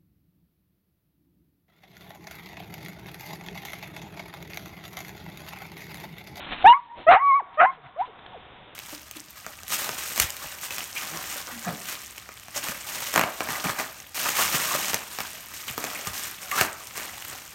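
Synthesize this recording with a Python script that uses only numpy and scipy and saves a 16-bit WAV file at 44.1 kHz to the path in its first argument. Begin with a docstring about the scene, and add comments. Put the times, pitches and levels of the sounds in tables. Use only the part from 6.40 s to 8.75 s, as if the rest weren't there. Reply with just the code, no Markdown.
"""Two dogs wrestle in a snowy yard: a sharp yelp, a harsh bark that runs into a whine, another bark over a low
grumble, a soft yip and small whimpers. Each call is a stack of harmonics, with jitter and noise where it is rough.
Paws crunch in the snow as swells of tiny random cracks, with dull thumps, over faint outdoor air made of noise.
The yard throws back a weak echo of the dogs. A small narrow-band recorder ducks when the sound gets loud,
recovers slowly and clips the loudest peaks."""
import sys
import numpy as np
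from scipy import signal
from scipy.fft import rfft, irfft
from scipy.io import wavfile

SR = 44100
rng = np.random.default_rng(int(sys.argv[2]) if len(sys.argv) > 2 else 0)


def to_wav(s):
    """Save 16-bit WAV."""
    ch = np.atleast_2d(s).T  # columns
    pcm = np.round(np.clip(ch, -1, 1) * 32767)  # PCM
    wavfile.write(sys.argv[1], SR, pcm.astype(np.int16))


N = 103635   # length in samples
T = np.arange(N) / SR   # time in seconds

# The dogs' calls, one table each. Each row: time in seconds, pitch in Hz, level in dB, 2nd harmonic in dB
# and 3rd harmonic in dB (both relative to the level, before the mouth shapes them), roughness from 0 to 1.
YELP_PATH = [(.245, 735, -11.5, -23, -28.5, 0), (.257, 762.3, -4.5, -22.5, -22.5, 0.1),
             (.265, 830.8, 1, -9, -16.5, 0), (.279, 925.5, 11, -7, -22.5, .06),
             (.292, 945, 14, -24.5, -52.5, 0.07), (.324, 974.4, 10, -29, -23.5, 0),
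             (.335, 1039, -1, -10, -47.5, 0.16), (.346, 1105, -3, -14.5, -44, 0),
             (.38, 1159, -15, -31.5, -35.5, 0.05)]
BARK_PATH = [(0.669, 622.4, -9.5, -13, -17.5, 0.029), (.683, 635.8, -4, -4.5, -7, 0.03),
             (0.692, 684, 5.5, -10, -17.5, 0.051), (0.71, 712.5, 6, -19, -19.5, 0.16),
             (0.716, 748.3, 7, -8, -21.5, 0.59), (0.743, 697.3, 2.5, -12, -18.5, 0.58),
             (0.768, 802.4, 3, -10, -22.5, 0.13), (0.777, 907, -5, -14, -25.5, .18),
             (0.797, 998, -19, 0, -25, 0.28)]
WHINE_PATH = [(.797, 1042, -11.5, -13.5, -38, 0.049), (0.828, 1130, -4.5, -22, -56.5, .004),
              (0.884, 1127, -1.5, -21.5, -57.5, 0.0037), (0.911, 1097, -2, -15.5, -58, 0.0012),
              (0.928, 1057, -3, -19, -58, 0.0018), (.963, 1142, -4.5, -18, -56, 0.0017),
              (0.992, 1104, -11, -21, -48.5, 0.0029), (1.007, 800, -16, -13, -29, 0.052),
              (1.016, 560, -38, -5.5, -31.5, 0.017), (1.026, 360, -37, 0, -28.5, 0.15)]
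SECOND_BARK_PATH = [(1.175, 593.4, -26.5, -3.5, -9.5, 0.019), (1.188, 628, -18, 1.5, -9, 0.037),
                    (1.202, 604.3, -12, 5.5, 3, 0.27), (1.214, 699.5, -6, 0, -18, 0.46),
                    (1.238, 730, 3, -8.5, -31, 0.15), (1.254, 747, -3, -5.5, -30.5, 0.41),
                    (1.26, 1008, -4.5, -14.5, -36, 0.1), (1.278, 1041, -8.5, -17, -40, 0.047),
                    (1.304, 1084, -14.5, -13.5, -43.5, 0.0307)]
GRUMBLE_PATH = [(1.19, 165, -48, -13, -13.5, 0.34), (1.27, 182.3, -54.5, -13.5, -27, .4),
                (1.352, 165, -48, -28.5, -30, 1), (1.422, 145, -54, -25.5, -14, 0.49),
                (1.47, 130, -38, -25, -24, 0.71)]
YIP_PATH = [(1.563, 542, -35, -1.5, -14, 0.054), (1.578, 637, -31.5, -15, -38, 0.037),
            (1.597, 712, -17.5, -32, -26, .015), (1.611, 770, -14, -28, -33, 0.019),
            (1.623, 970, -19.5, -46, -40, 0.053), (1.657, 1036, -38.5, -40, -40.5, 0.16)]

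# Mouth resonances that shape the harmonics. Each row: frequency in Hz, gain in dB.
MOUTH_RESONANCES = [(1400, -1), (1850, -3.5), (2200, 1), (2500, -3), (2850, 5), (3250, -3), (3600, 3.5),
                    (3950, -13.5)]
# Colour of the turbulence in the throat. Each row: frequency in Hz, relative level in dB.
RASP_SPECTRUM = [(200, -48), (400, -30.5), (600, -23.5), (900, -1.5), (1250, 5), (1550, -1.5), (1850, -2.5),
                 (2300, -6), (2800, -14), (3200, -33.5), (4000, -44)]
# Falling whimpers. Each row: start in seconds, length in seconds, first pitch in Hz, last pitch in Hz, level in dB.
WHIMPER_SLIDES = [(1.37, .035, 532, 370, -44.5), (1.674, 0.0372, 547, 363, -45),
                  (1.924, 0.059, 1050, 334, -42.5)]
# Paws and scuffles in the snow. Each row: centre in seconds, spread in seconds, level in dB.
SNOW_STEPS = [(.02, 0.039, -37.5), (.128, 0.0075, -28), (.2, 0.13, -35.5), (.226, 0.0014, -25),
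              (.59, 0.014, -32.5), (.625, 0.016, -35.5), (1.145, 0.01, -42.5), (1.335, 0.016, -38),
              (1.46, .025, -44.5), (1.61, 0.011, -38.5), (1.665, 0.0076, -40.5), (1.792, 0.0018, -40.5),
              (1.864, 0.0011, -34)]
# Colour of the snow crunch. Each row: frequency in Hz, relative level in dB.
SNOW_SPECTRUM = [(30, 0.5), (120, -6), (294, 2), (463, -8.5), (700, 0.5), (1270, -2), (2080, -2),
                 (3550, -2.5), (4100, -8.5)]
# Dull low thumps in the scuffle. Each row: centre in seconds, spread in seconds, level in dB.
THUMP_TIMES = [(.278, 0.016, -23.5), (.595, 0.013, -31.5), (.692, 0.005, -18)]
# Colour of the thumps. Each row: frequency in Hz, relative level in dB.
THUMP_SPECTRUM = [(30, -7), (130, -11), (300, -8), (480, -6.5), (700, -4), (1500, -52.5)]
# Echoes off the snow, the fence and the kennels. Each row: delay in seconds, level in dB before the yard's filter.
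YARD_ECHOES = [(.012, -25), (0.045, -32), (.074, -31), (.225, -44)]
# Colour of the outdoor air. Each row: frequency in Hz, relative level in dB.
AIR_SPECTRUM = [(30, -5), (100, 0), (266, -4.5), (435, -2.5), (700, -2.5), (1140, -6.5), (2000, -8),
                (2830, -9.5), (3620, -6.5), (4100, -23.5)]

# Voice
ATTACK_S, RELEASE_S = 0.002, 0.004
HARMONIC_FALL_DB = 11.5   # for each harmonic above the third
JITTER, SHIMMER = 0.15, 0.45   # wobble of pitch and of loudness at full roughness, as shares
FLUTTER_HZ = 220   # top rate of the random wobbles
RASP_DB = 4.5   # turbulence relative to the voice, at full roughness
HISS_DB, HISS_TOP_HZ = -38, 4258   # broad hiss relative to the voice, and its upper edge
WHIMPER_WAVER = 0.07   # share of the pitch

# Snow and air
GRAINS_PER_S, GRAIN_SPREAD_DB = 6600, 4
AIR_DB = -49

# Yard: levels before the filter, time for each tail to fall by 60 dB, and the band that the yard returns
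TREES_DB, TREES_T60_S = -37.5, 3.2
KENNELS_DB, KENNELS_T60_S = -23, 0.22
YARD_LOW_HZ, YARD_HIGH_HZ = 614, 2500

# Recorder
OVERLOAD_DB, OVERLOAD_KNEE = 11, 4   # the microphone flattens peaks near this level; a higher knee bends sharper
LIMIT_DB, LIMIT_ATTACK_S, RECOVER_DB_PER_S = -6, 0.0036, 22
NARROW_STOP_HZ, FINAL_STOP_HZ = 4808, 15700   # each filter blocks everything above
CLIP_TOP = 0.71   # highest sample value, where full scale is 1


def voice(call):
    """A harmonic tone, shaped by the mouth, that breaks into jitter, shimmer and pulsed turbulence when rough."""
    s, *columns = np.transpose(call)
    pitch, db, second, third, rough = [np.interp(T, s, column) for column in columns]
    rough = np.clip(rough, 0, 1)
    before_start = np.maximum(s[0] - T, 0)
    after_end = np.maximum(T - s[-1], 0)
    gate = np.exp(-(before_start / ATTACK_S) ** 2 - after_end / RELEASE_S)

    shaky_pitch = pitch * (1 + JITTER * rough * flutter(FLUTTER_HZ))
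    phase = 2 * np.pi * np.cumsum(shaky_pitch) / SR
    levels = [0, second] + [third - HARMONIC_FALL_DB * k for k in range(3)]
    mouth_hz, mouth_db = np.transpose(MOUTH_RESONANCES)
    tone = 0
    for k, level in enumerate(levels, 1):
        gain = from_db(level + np.interp(k * pitch, mouth_hz, mouth_db))
        shimmer = 1 + SHIMMER * rough * flutter(FLUTTER_HZ)
        tone = tone + gain * np.sin(k * phase) * shimmer

    # The turbulence swells once per cycle of the voice.
    pulsed_noise = rng.standard_normal(N) * (1 + 0.65 * np.cos(phase))
    rasp = from_db(RASP_DB) * rough * coloured(pulsed_noise, RASP_SPECTRUM)
    hiss = from_db(HISS_DB) * flutter(HISS_TOP_HZ)
    return gate * from_db(db) * (np.sqrt(2) * tone + rasp + hiss)


def whimpers():
    """Soft, nearly pure squeaks that slide down with a slight waver."""
    out = 0
    for s, length, from_hz, to_hz, db in WHIMPER_SLIDES:
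        part = np.clip((T - s) / length, 0, 1)   # goes from 0 to 1 during the whimper
        slide = from_hz + (to_hz - from_hz) * part
        pitch = slide * (1 + WHIMPER_WAVER * flutter(FLUTTER_HZ))
        envelope = np.sqrt(2 * np.abs(np.sin(np.pi * part)))
        out = out + from_db(db) * envelope * np.sin(2 * np.pi * np.cumsum(pitch) / SR)
    return out


def paws():
    """Each step presses out a swell of tiny snow cracks of random size."""
    happens = rng.random(N) < GRAINS_PER_S / SR
    sign = rng.choice([-1, 1], N)
    size = from_db(GRAIN_SPREAD_DB * np.minimum(rng.exponential(1, N), 4))
    return swells(SNOW_STEPS) * coloured(happens * sign * size, SNOW_SPECTRUM)


def thumps():
    """Dull low thumps: short swells of low-coloured noise."""
    return swells(THUMP_TIMES) * coloured(rng.standard_normal(N), THUMP_SPECTRUM)


def yard(x):
    """A few dull echoes, a short scatter from the kennels and a faint tail from the trees."""
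    response = np.zeros(N)
    for db, t60 in [(TREES_DB, TREES_T60_S), (KENNELS_DB, KENNELS_T60_S)]:
        fade = from_db(-60 * T / t60) * np.minimum(T / 0.01, 1)   # rises for 10 ms
        tail = rms_one(rng.standard_normal(N) * fade) / np.sqrt(N)   # total energy 1
        response += from_db(db) * tail
    for delay, db in YARD_ECHOES:
        response[int(delay * SR)] += from_db(db)
    returned = signal.fftconvolve(x, response)[:N]
    band = signal.butter(2, [YARD_LOW_HZ, YARD_HIGH_HZ], "band", fs=SR, output="sos")
    return signal.sosfilt(band, returned)


def outdoor_air():
    """Faint steady noise with the colour of the open air."""
    return from_db(AIR_DB) * coloured(rng.standard_normal(N), AIR_SPECTRUM)


def from_db(db):
    """Turn decibels into a gain."""
    return 10 ** (np.asarray(db) / 20)


def rms_one(x):
    """Scale a signal so that its rms (average strength) is 1."""
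    return x / np.sqrt(np.mean(x ** 2) + 1e-20)


def coloured(x, spectrum):
    """Give a signal a spectrum by scaling its frequencies, then set its rms to 1."""
    hz, db = np.transpose(spectrum)
    bins = np.maximum(np.arange(N // 2 + 1) * SR / N, 1)
    gain = from_db(np.interp(np.log(bins), np.log(hz), db))
    return rms_one(irfft(rfft(x) * gain, N))


def flutter(hz):
    """Random wavering: noise with the rates above hz filtered down, rms 1."""
    lowpass = signal.butter(2, hz, fs=SR, output="sos")
    return rms_one(signal.sosfilt(lowpass, rng.standard_normal(N)))


def swells(rows):
    """Envelope of bell-shaped swells, whose powers add up."""
    power = sum(from_db(db) ** 2 * np.exp(-0.5 * ((T - s) / spread) ** 2) for s, spread, db in rows)
    return np.sqrt(power)


def scene():
    """Dogs and their echo, paws, low thumps and outdoor air."""
    calls = (YELP_PATH, BARK_PATH, WHINE_PATH, SECOND_BARK_PATH, GRUMBLE_PATH, YIP_PATH)
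    dogs = sum(voice(call) for call in calls) + whimpers()
    return (dogs + yard(dogs) + paws() + thumps() + outdoor_air())[None]


def record(dry):
    """Microphone overload, gain control with a slow recovery, a narrow band, clipped peaks and a final cut."""
    squeeze = (1 + np.abs(dry / from_db(OVERLOAD_DB)) ** OVERLOAD_KNEE) ** (1 / OVERLOAD_KNEE)
    mic = dry / squeeze

    # The gain drops by as many dB as the peaks exceed the limit, then climbs back at a steady rate.
    over = np.maximum(20 * np.log10(np.abs(mic) + 1e-9) - LIMIT_DB, 0)
    recovery = RECOVER_DB_PER_S * T
    held = np.maximum.accumulate(over + recovery, axis=-1) - recovery
    keep = np.exp(-1 / (LIMIT_ATTACK_S * SR))
    reduction_db = signal.lfilter([1 - keep], [1, -keep], held)
    ducked = mic * from_db(-reduction_db)

    narrow_filter = signal.cheby2(12, 60, NARROW_STOP_HZ, fs=SR, output="sos")
    narrow = signal.sosfilt(narrow_filter, ducked)
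    clipped = np.clip(narrow, -CLIP_TOP, CLIP_TOP)
    final_filter = signal.cheby2(12, 70, FINAL_STOP_HZ, fs=SR, output="sos")
    return signal.sosfilt(final_filter, clipped)


dry = scene()
out = record(dry)
to_wav(out)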